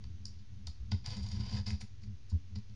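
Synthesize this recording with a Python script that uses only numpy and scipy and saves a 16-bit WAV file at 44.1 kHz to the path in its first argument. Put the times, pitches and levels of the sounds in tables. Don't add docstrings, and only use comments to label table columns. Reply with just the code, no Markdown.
import sys
import numpy as np
from scipy import signal
from scipy.fft import rfft, irfft, next_fast_len
from scipy.io import wavfile
from scipy.ndimage import uniform_filter1d, map_coordinates

SR = 44100
rng = np.random.default_rng(int(sys.argv[2]) if len(sys.argv) > 2 else 0)


def convert_level_to_amplitude(level_db):
    exponent = np.asarray(level_db, float) / 20
    return 10 ** exponent


def bounce(signal):
    frames = np.transpose(np.atleast_2d(signal))
    limited = np.clip(frames, -1, 1)
    pcm = np.round(limited * 32767).astype(np.int16)
    wavfile.write(sys.argv[1], SR, pcm)


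N = 121275
HALF = SR // 40
WINDOW_HZ = np.fft.rfftfreq(2 * HALF, 1 / SR)


def along(points, hz):
    f, v = np.transpose(points)
    return np.interp(np.log(hz + 1), np.log(f + 1), v)


def unit(x):
    return x / np.sqrt(np.mean(x ** 2) + 1e-20)


def wobble(rate):
    knots = rng.standard_normal(int(N * rate / SR) + 4)
    return map_coordinates(knots, [np.arange(N) * rate / SR])


def filtered(x, response):
    m = next_fast_len(N + SR)
    return irfft(rfft(x, m) * response(np.fft.rfftfreq(m, 1 / SR)), m)[..., :N]


def coloured(x, points):
    cepstrum = irfft(np.log(convert_level_to_amplitude(along(points, np.fft.rfftfreq(4096, 1 / SR))) + 1e-6))
    cepstrum[1:2048] *= 2
    cepstrum[2049:] = 0
    h = irfft(np.exp(rfft(cepstrum)))[:1024]
    return signal.fftconvolve(x, h / np.linalg.norm(h))[:N]


def ringing(x, modes):
    def response(f):
        total = 0
        for k, (centre, width, db) in enumerate(modes):
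            damping = 1j * f * width
            total = total + (-1) ** k * convert_level_to_amplitude(db) * damping / (centre * centre - f * f + damping)
        return total / np.sqrt(np.mean(abs(total) ** 2))
    return filtered(x, response)


def knife():
    drag, drag_in_box = strokes()
    tear, tear_in_steel, tear_in_box = tears()
    drag_rings_db = -9
    air = drag + tear
    steel = drag * convert_level_to_amplitude(drag_rings_db) + tear_in_steel
    return paper(air) + blade(steel) + box(drag_in_box + tear_in_box + knocks())


def strokes():
    # (time [s], drag level [dB], box share [dB])
    long_cut = [
        (1.04, -76, 0),
        (1.055, -59.5, -7),
        (1.12, -54, -9),
        (1.2, -62, -11.5),
        (1.4, -58, -9),
        (1.5, -59, -6.5),
        (1.54, -54, -9),
        (1.594, -54, -11),
        (1.63, -86, -16),
    ]
    short_cut = [
        (1.658, -63, -2),
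        (1.664, -47, -11),
        (1.681, -47.5, -13),
        (1.695, -52, -12.5),
        (1.705, -52, -8),
        (1.719, -58.5, -14.5),
        (1.745, -60.5, -12.5),
        (1.765, -79, -4),
    ]
    flick = [
        (1.794, -77, -23),
        (1.808, -58.5, -7),
        (1.819, -49, -22),
        (1.831, -75, -14),
    ]
    t, air, in_box = np.arange(N) / SR, np.zeros(N), np.zeros(N)
    judder_db = 1.6
    judder = convert_level_to_amplitude(judder_db * (wobble(76) + wobble(300)))
    for stroke in (long_cut, short_cut, flick):
        s, db, share_db = np.transpose(stroke)
        drag = convert_level_to_amplitude(np.interp(t, s, db, -120, -120)) * judder * fibres()
        air += drag
        in_box += drag * convert_level_to_amplitude(np.interp(t, s, share_db))
    return air, in_box


def fibres():
    snaps_per_s, snap_spread_db, rub_db = 3200, 3.5, 0
    snaps = (rng.random(N) < snaps_per_s / SR) * rng.choice([-1, 1], N)
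    snaps = snaps * convert_level_to_amplitude(snap_spread_db * rng.standard_normal(N))
    return unit(unit(snaps) + convert_level_to_amplitude(rub_db) * rng.standard_normal(N))


def tears():
    # (time [s], peak level [dB], box share [dB], burst [s], tilt [dB/octave])
    ticks = [
        (0.0389, -48.5, -12.5, 0.00063, 0),
        (0.2529, -33, -49, 0.0013, 6),
        (0.6688, -32, -24.5, 0.0012, 4),
        (1.061, -29.5, -24.5, 0.00046, 4),
        (1.6636, -57, -6, 0.001, -2),
        (2.5848, -53, -19, 0.0008, -1),
        (2.6958, -57, -18, 0.00059, -1),
    ]
    # (time [s], peak level [dB], box share [dB], burst [s], tilt [dB/octave])
    catches = [(0.915, -34, -12, 0.0023, -3.5), (1.0724, -50, -9, 0.0076, -21.5),
               (1.103, -41.5, -12, 0.0017, 3), (1.1677, -38.5, -23, 0.0016, 3.5),
               (1.2276, -45.5, -30, 0.0028, 9.5), (1.262, -43.5, -14, 0.0015, 3.5),
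               (1.2866, -41.5, -42, 0.0011, 2), (1.238, -45.5, -17, .001, 0), (1.3142, -38, -22, 0.0022, 1),
               (1.3443, -50, -19, 0.00057, 0), (1.4033, -48, -19, 0.002, -3), (1.51, -47.5, -20, .0015, 7),
               (1.533, -51, -16, 0.0024, -4), (1.7034, -39.5, -41, 0.003, 9.5),
               (1.8085, -40.5, -41, 0.003, 13.5), (0.385, -54.5, -32, 0.0072, -6),
               (2.0163, -55.5, -22, 0.0033, -1), (2.0324, -49, -26, 0.0033, -3),
               (2.2967, -44.5, -28.5, 0.0036, 5), (2.3142, -60.5, -17, 0.0016, -15),
               (2.5562, -40, -24, 0.0021, -8.5)]
    air, steel, in_box = np.zeros((3, N))
    pivot_hz = 5000
    box_tilt, box_pivot_hz = 0.41, 1540
    octaves = np.log2(np.clip(WINDOW_HZ, 2500, 11000) / pivot_hz)
    box_octaves = np.log2(np.clip(WINDOW_HZ, 500, 4000) / box_pivot_hz)
    for rows, lead, ring in ((ticks, 0.08, 0.3), (catches, 0.9, 1)):
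        for s, db, share_db, burst, tilt_db in rows:
            spectrum = rfft(volley(burst, lead))
            bright = irfft(spectrum * convert_level_to_amplitude(db + 13.5 + tilt_db * octaves), 2 * HALF)
            thud_db = db + 13.5 + share_db + 2.5 + box_tilt * tilt_db * box_octaves
            i = round(s * SR) - HALF
            air[i:i + 2 * HALF] += bright
            steel[i:i + 2 * HALF] += ring * bright
            in_box[i:i + 2 * HALF] += irfft(spectrum * convert_level_to_amplitude(thud_db), 2 * HALF)
    return air, steel, in_box


def volley(burst, lead):
    u = np.arange(-HALF, HALF) / SR
    v = u / np.clip(burst, .0002, .006) - 1
    noise = rng.standard_normal(len(u)) * np.exp(np.where(v < 0, v / lead, -v / 2.13))
    z = rfft(noise)
    even = irfft(z / np.sqrt(uniform_filter1d(abs(z) ** 2, size=30)), len(u))
    return even / np.linalg.norm(even)


def knocks():
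    # (time [s], level [dB], favoured frequency [Hz], reach [octaves])
    blows = [(0.2535, -22.5, 5440, 0.12), (0.6705, -32, 3920, 0.22), (0.6717, -43.5, 950, 0.7),
             (0.9174, -29.5, 3600, 0.36), (0.918, -30, 1000, 1.9), (1.058, -33, 2103, 0.46),
             (1.316, -39, 1982, .3), (1.411, -36, 1000, .4), (1.57, -22, 1720, 0.095),
             (1.59, -28, 1720, 0.12), (1.664, -25, 5040, 0.077), (1.703, -26, 2140, 0.45),
             (1.811, -30.5, 2380, 0.14), (1.814, -31.5, 1990, 0.43), (2.035, -43, 2160, 0.27),
             (2.317, -44, 1000, 0.41), (2.558, -43, 1100, 1.4)]
    force = np.zeros(N)
    for s, db, favoured_hz, reach in blows:
        away = np.log2((WINDOW_HZ + 1) / favoured_hz) / reach
        blow = irfft(np.exp(-.5 * away ** 2), 2 * HALF)
        i = round(s * SR) - HALF
        force[i:i + 2 * HALF] += convert_level_to_amplitude(db) * np.roll(blow, HALF)
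    return force


def paper(force):
    # (frequency [Hz], level [dB])
    snap = [(2000, -23), (3400, -24.5), (4200, -7), (4800, 1.5), (5200, -7), (5650, -10), (6300, -11),
            (11500, -41.5)]
    return coloured(force, snap)


def blade(force):
    # (frequency [Hz], width [Hz], level [dB])
    steel_modes = [(3650, 150, -1.5), (4900, 180, -4.5), (5764, 198, -1.5), (6510, 330, -3),
                   (9040, 180, -23), (10100, 290, -33)]
    # (frequency [Hz], width [Hz], level [dB])
    radiation = [(3030, 2800, -12.5), (6200, 7850, -0.5)]
    blade_db = -8
    return convert_level_to_amplitude(blade_db) * ringing(ringing(force, steel_modes), radiation)


def box(force):
    # (frequency [Hz], width [Hz], level [dB])
    wood_modes = [(471, 79, 2), (712, 262, 0.5), (1000, 178, 3.5), (1290, 90, -0.5), (1470, 153, -1),
                  (1720, 248, -1), (2084, 360, 0), (2605, 385, -0.5), (3100, 384, 0), (3690, 300, 0),
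                  (4575, 230, 2), (5084, 280, -0.5), (5673, 350, -4.5)]
    # (frequency [Hz], level [dB])
    colour = [(250, -27), (450, 0), (4000, 4), (5800, 10.5), (8000, -65)]
    return coloured(ringing(ringing(force, wood_modes), wood_modes), colour)


def dull_noise():
    wood_top_hz = 510
    return filtered(rng.standard_normal(N), lambda f: 1 / (1 + (f / wood_top_hz) ** 6))


def table():
    return rumble() + shoves()


def rumble():
    # (time [s], level [dB])
    pressure = [(0.0, -47), (.2, -50.5), (0.36, -54.5), (0.49, -53), (0.63, -51.5), (.85, -46),
                (1.031, -45), (1.19, -38), (1.3, -40.5), (1.39, -34), (1.58, -38), (1.639, -41),
                (1.81, -46), (1.979, -53.5), (2.1, -46), (2.25, -56), (2.45, -51.5), (2.75, -54.5)]
    # (frequency [Hz], width [Hz], level [dB])
    table_modes = [(53.5, 39.2, -5.5), (74.6, 39.4, 0), (110, 29, -2.5), (200.15, 16.5, -8),
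                   (265.4, 29.6, -17), (365.3, 21.4, -19)]
    s, db = np.transpose(pressure)
    level = convert_level_to_amplitude(np.interp(np.arange(N) / SR, s, db) - 1 + 3.2 * wobble(9.67))
    return level * unit(ringing(ringing(dull_noise(), table_modes), table_modes))


def shoves():
    # (time [s], peak level [dB], pitch [Hz], upper mode [dB], length [s])
    pushes = [(0, -45.5, 78.3, -3.5, 0.018), (.085, -50, 83, -2.5, 0.026), (0.172, -55, 89.3, -2, 0.096),
              (0.246, -48, 77.2, -8, 0.064), (0.324, -43, 80.4, -29, 0.059), (0.393, -49, 92, -8, 0.05),
              (0.501, -47, 82, -11, 0.033), (0.637, -38, 73.5, -19.5, 0.081),
              (0.785, -35.5, 58.5, -43, 0.059), (0.886, -37, 70.2, -19, 0.092),
              (0.915, -26.5, 89.8, -7.5, 0.035), (.94, -28, 73, -21, 0.017), (1.07, -38, 110, -22, 0.024),
              (1.166, -31, 80.5, -11, 0.039), (1.244, -52, 86, -6, 0.025), (1.333, -32.5, 75, -12, 0.018),
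              (1.392, -35, 100, -2, 0.017), (1.462, -40, 76, -1.5, 0.029), (1.518, -32.5, 110, -3, 0.052),
              (1.571, -41.5, 110, 0, 0.05), (1.67, -32, 95.7, -6, 0.039), (1.709, -27, 78.6, -11.5, 0.045),
              (1.822, -42.5, 99.7, -1.5, 0.031), (2.028, -46, 82.9, -4, 0.098),
              (2.316, -23, 77.8, -19, 0.053), (2.499, -39, 82.5, -16, 0.094),
              (2.557, -36.5, 100.5, -4, 0.043), (2.688, -43.5, 98.2, -11, 0.05)]
    # (frequency [Hz], width [Hz], level [dB])
    overtones = [(127, 37, 16), (263, 63, -1.5), (410, 30, -20), (440, 40, -23)]
    sag, sag_s, low_t60_s = 0.25, 0.025, 0.08
    upper_hz, upper_rise_s, upper_t60_s = 203.65, 0.0039, 0.097
    octave_db = -24
    third_hz, third_db, third_t60_s = 274.8, -33, 0.51
    t, out = np.arange(N) / SR, np.zeros(N)
    rattle = convert_level_to_amplitude(-23) * unit(ringing(dull_noise(), overtones))
    for (s, db, hz, upper_db, length), turn in zip(pushes, rng.random((len(pushes), 3))):
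        u = np.clip(t - s, 0, None)
        swell = np.sin(np.pi / 2 * np.clip(2 * u / length, 0, 1)) ** 2
        swell *= convert_level_to_amplitude(-60 * np.clip(u - 0.85 * length, 0, None) / low_t60_s)
        cycles = hz * (u + sag * sag_s * (1 - np.exp(-u / sag_s)))
        out += convert_level_to_amplitude(db) * swell * (np.sin(2 * np.pi * (cycles + turn[0])) + rattle)

        knock = 1 - np.exp(-u / upper_rise_s)
        knock *= convert_level_to_amplitude(-60 * np.clip(u - 0.8 * length, 0, None) / upper_t60_s)
        upper = np.sin(2 * np.pi * (upper_hz * u + turn[1]))
        upper += convert_level_to_amplitude(octave_db) * np.sin(4 * np.pi * upper_hz * u)
        out += convert_level_to_amplitude(db + upper_db) * knock * upper

        fade = convert_level_to_amplitude(db + third_db - 60 * u / third_t60_s) * np.clip(u / length, 0, 1) ** 2
        out += fade * np.sin(2 * np.pi * (third_hz * u + turn[2]))
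    return out


def room(x):
    # (delay [s], level [dB])
    walls = [(.0013, -26.5), (0.0116, -13), (0.013, -19.5), (.027, -17)]
    # (frequency [Hz], t60 [s])
    decay = [(300, 0.34), (2000, 0.25), (5000, 0.34), (10000, 0.24)]
    room_db = -8.5
    out = x + sum(convert_level_to_amplitude(db) * np.pad(x, (round(s * SR), 0))[:N] for s, db in walls)
    step = SR // 8
    for i in range(0, N, step):
        hz, t, z = signal.stft(rng.standard_normal(SR // 2), SR, nperseg=256)
        fading = z * convert_level_to_amplitude(-60 * t / along(decay, hz)[:, None])
        tail = signal.istft(fading, SR, nperseg=256)[1]
        late = np.pad(x[i:i + step], (200, 0))
        wet = signal.fftconvolve(late, tail / np.linalg.norm(tail))[:N - i]
        out[i:i + len(wet)] += convert_level_to_amplitude(room_db) * wet
    return out


def background():
    # (frequency [Hz], rms level [dB])
    partials = [(90, -57.5), (150, -82), (270, -76.5), (368, -85)]
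    # (frequency [Hz], width [Hz], level [dB])
    far_modes = [(29.4, 42, 0)]
    # (frequency [Hz], level [dB])
    hiss_colour = [(250, -21.5), (380, -7), (600, -16), (3400, -13.5), (6300, -15), (7500, -30),
                   (9200, -32.5), (11000, -46.5)]
    far_db, hiss_db = -57.5, -69.5
    t, hum = np.arange(N) / SR, np.zeros(N)
    for hz, db in partials:
        level = np.sqrt(2) * convert_level_to_amplitude(db + 1.3 * wobble(6.4))
        hum += level * np.sin(2 * np.pi * hz * t + 0.63 * wobble(14))
    far = convert_level_to_amplitude(far_db) * unit(ringing(ringing(rng.standard_normal(N), far_modes), far_modes))
    hiss_level = convert_level_to_amplitude(hiss_db + 0.3 * wobble(8.3))
    hiss = unit(filtered(rng.standard_normal(N), lambda f: convert_level_to_amplitude(along(hiss_colour, f))))
    return hum + far + hiss_level * hiss


def scene():
    return (room(knife()) + table() + background())[None]


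def roll_off(x):
    return signal.sosfilt(signal.butter(12, 11200, fs=SR, output="sos"), x)


def record(dry):
    # (frequency [Hz], level [dB])
    port = [(6400, -1.5), (6950, -1), (7500, -5.5), (8050, -13.5), (9000, -0.5), (9800, -2), (10350, -3),
            (11300, -13)]
    offset = -0.0045
    return roll_off(filtered(dry, lambda f: convert_level_to_amplitude(along(port, f))) + offset)


dry = scene()
out = record(dry)
bounce(out)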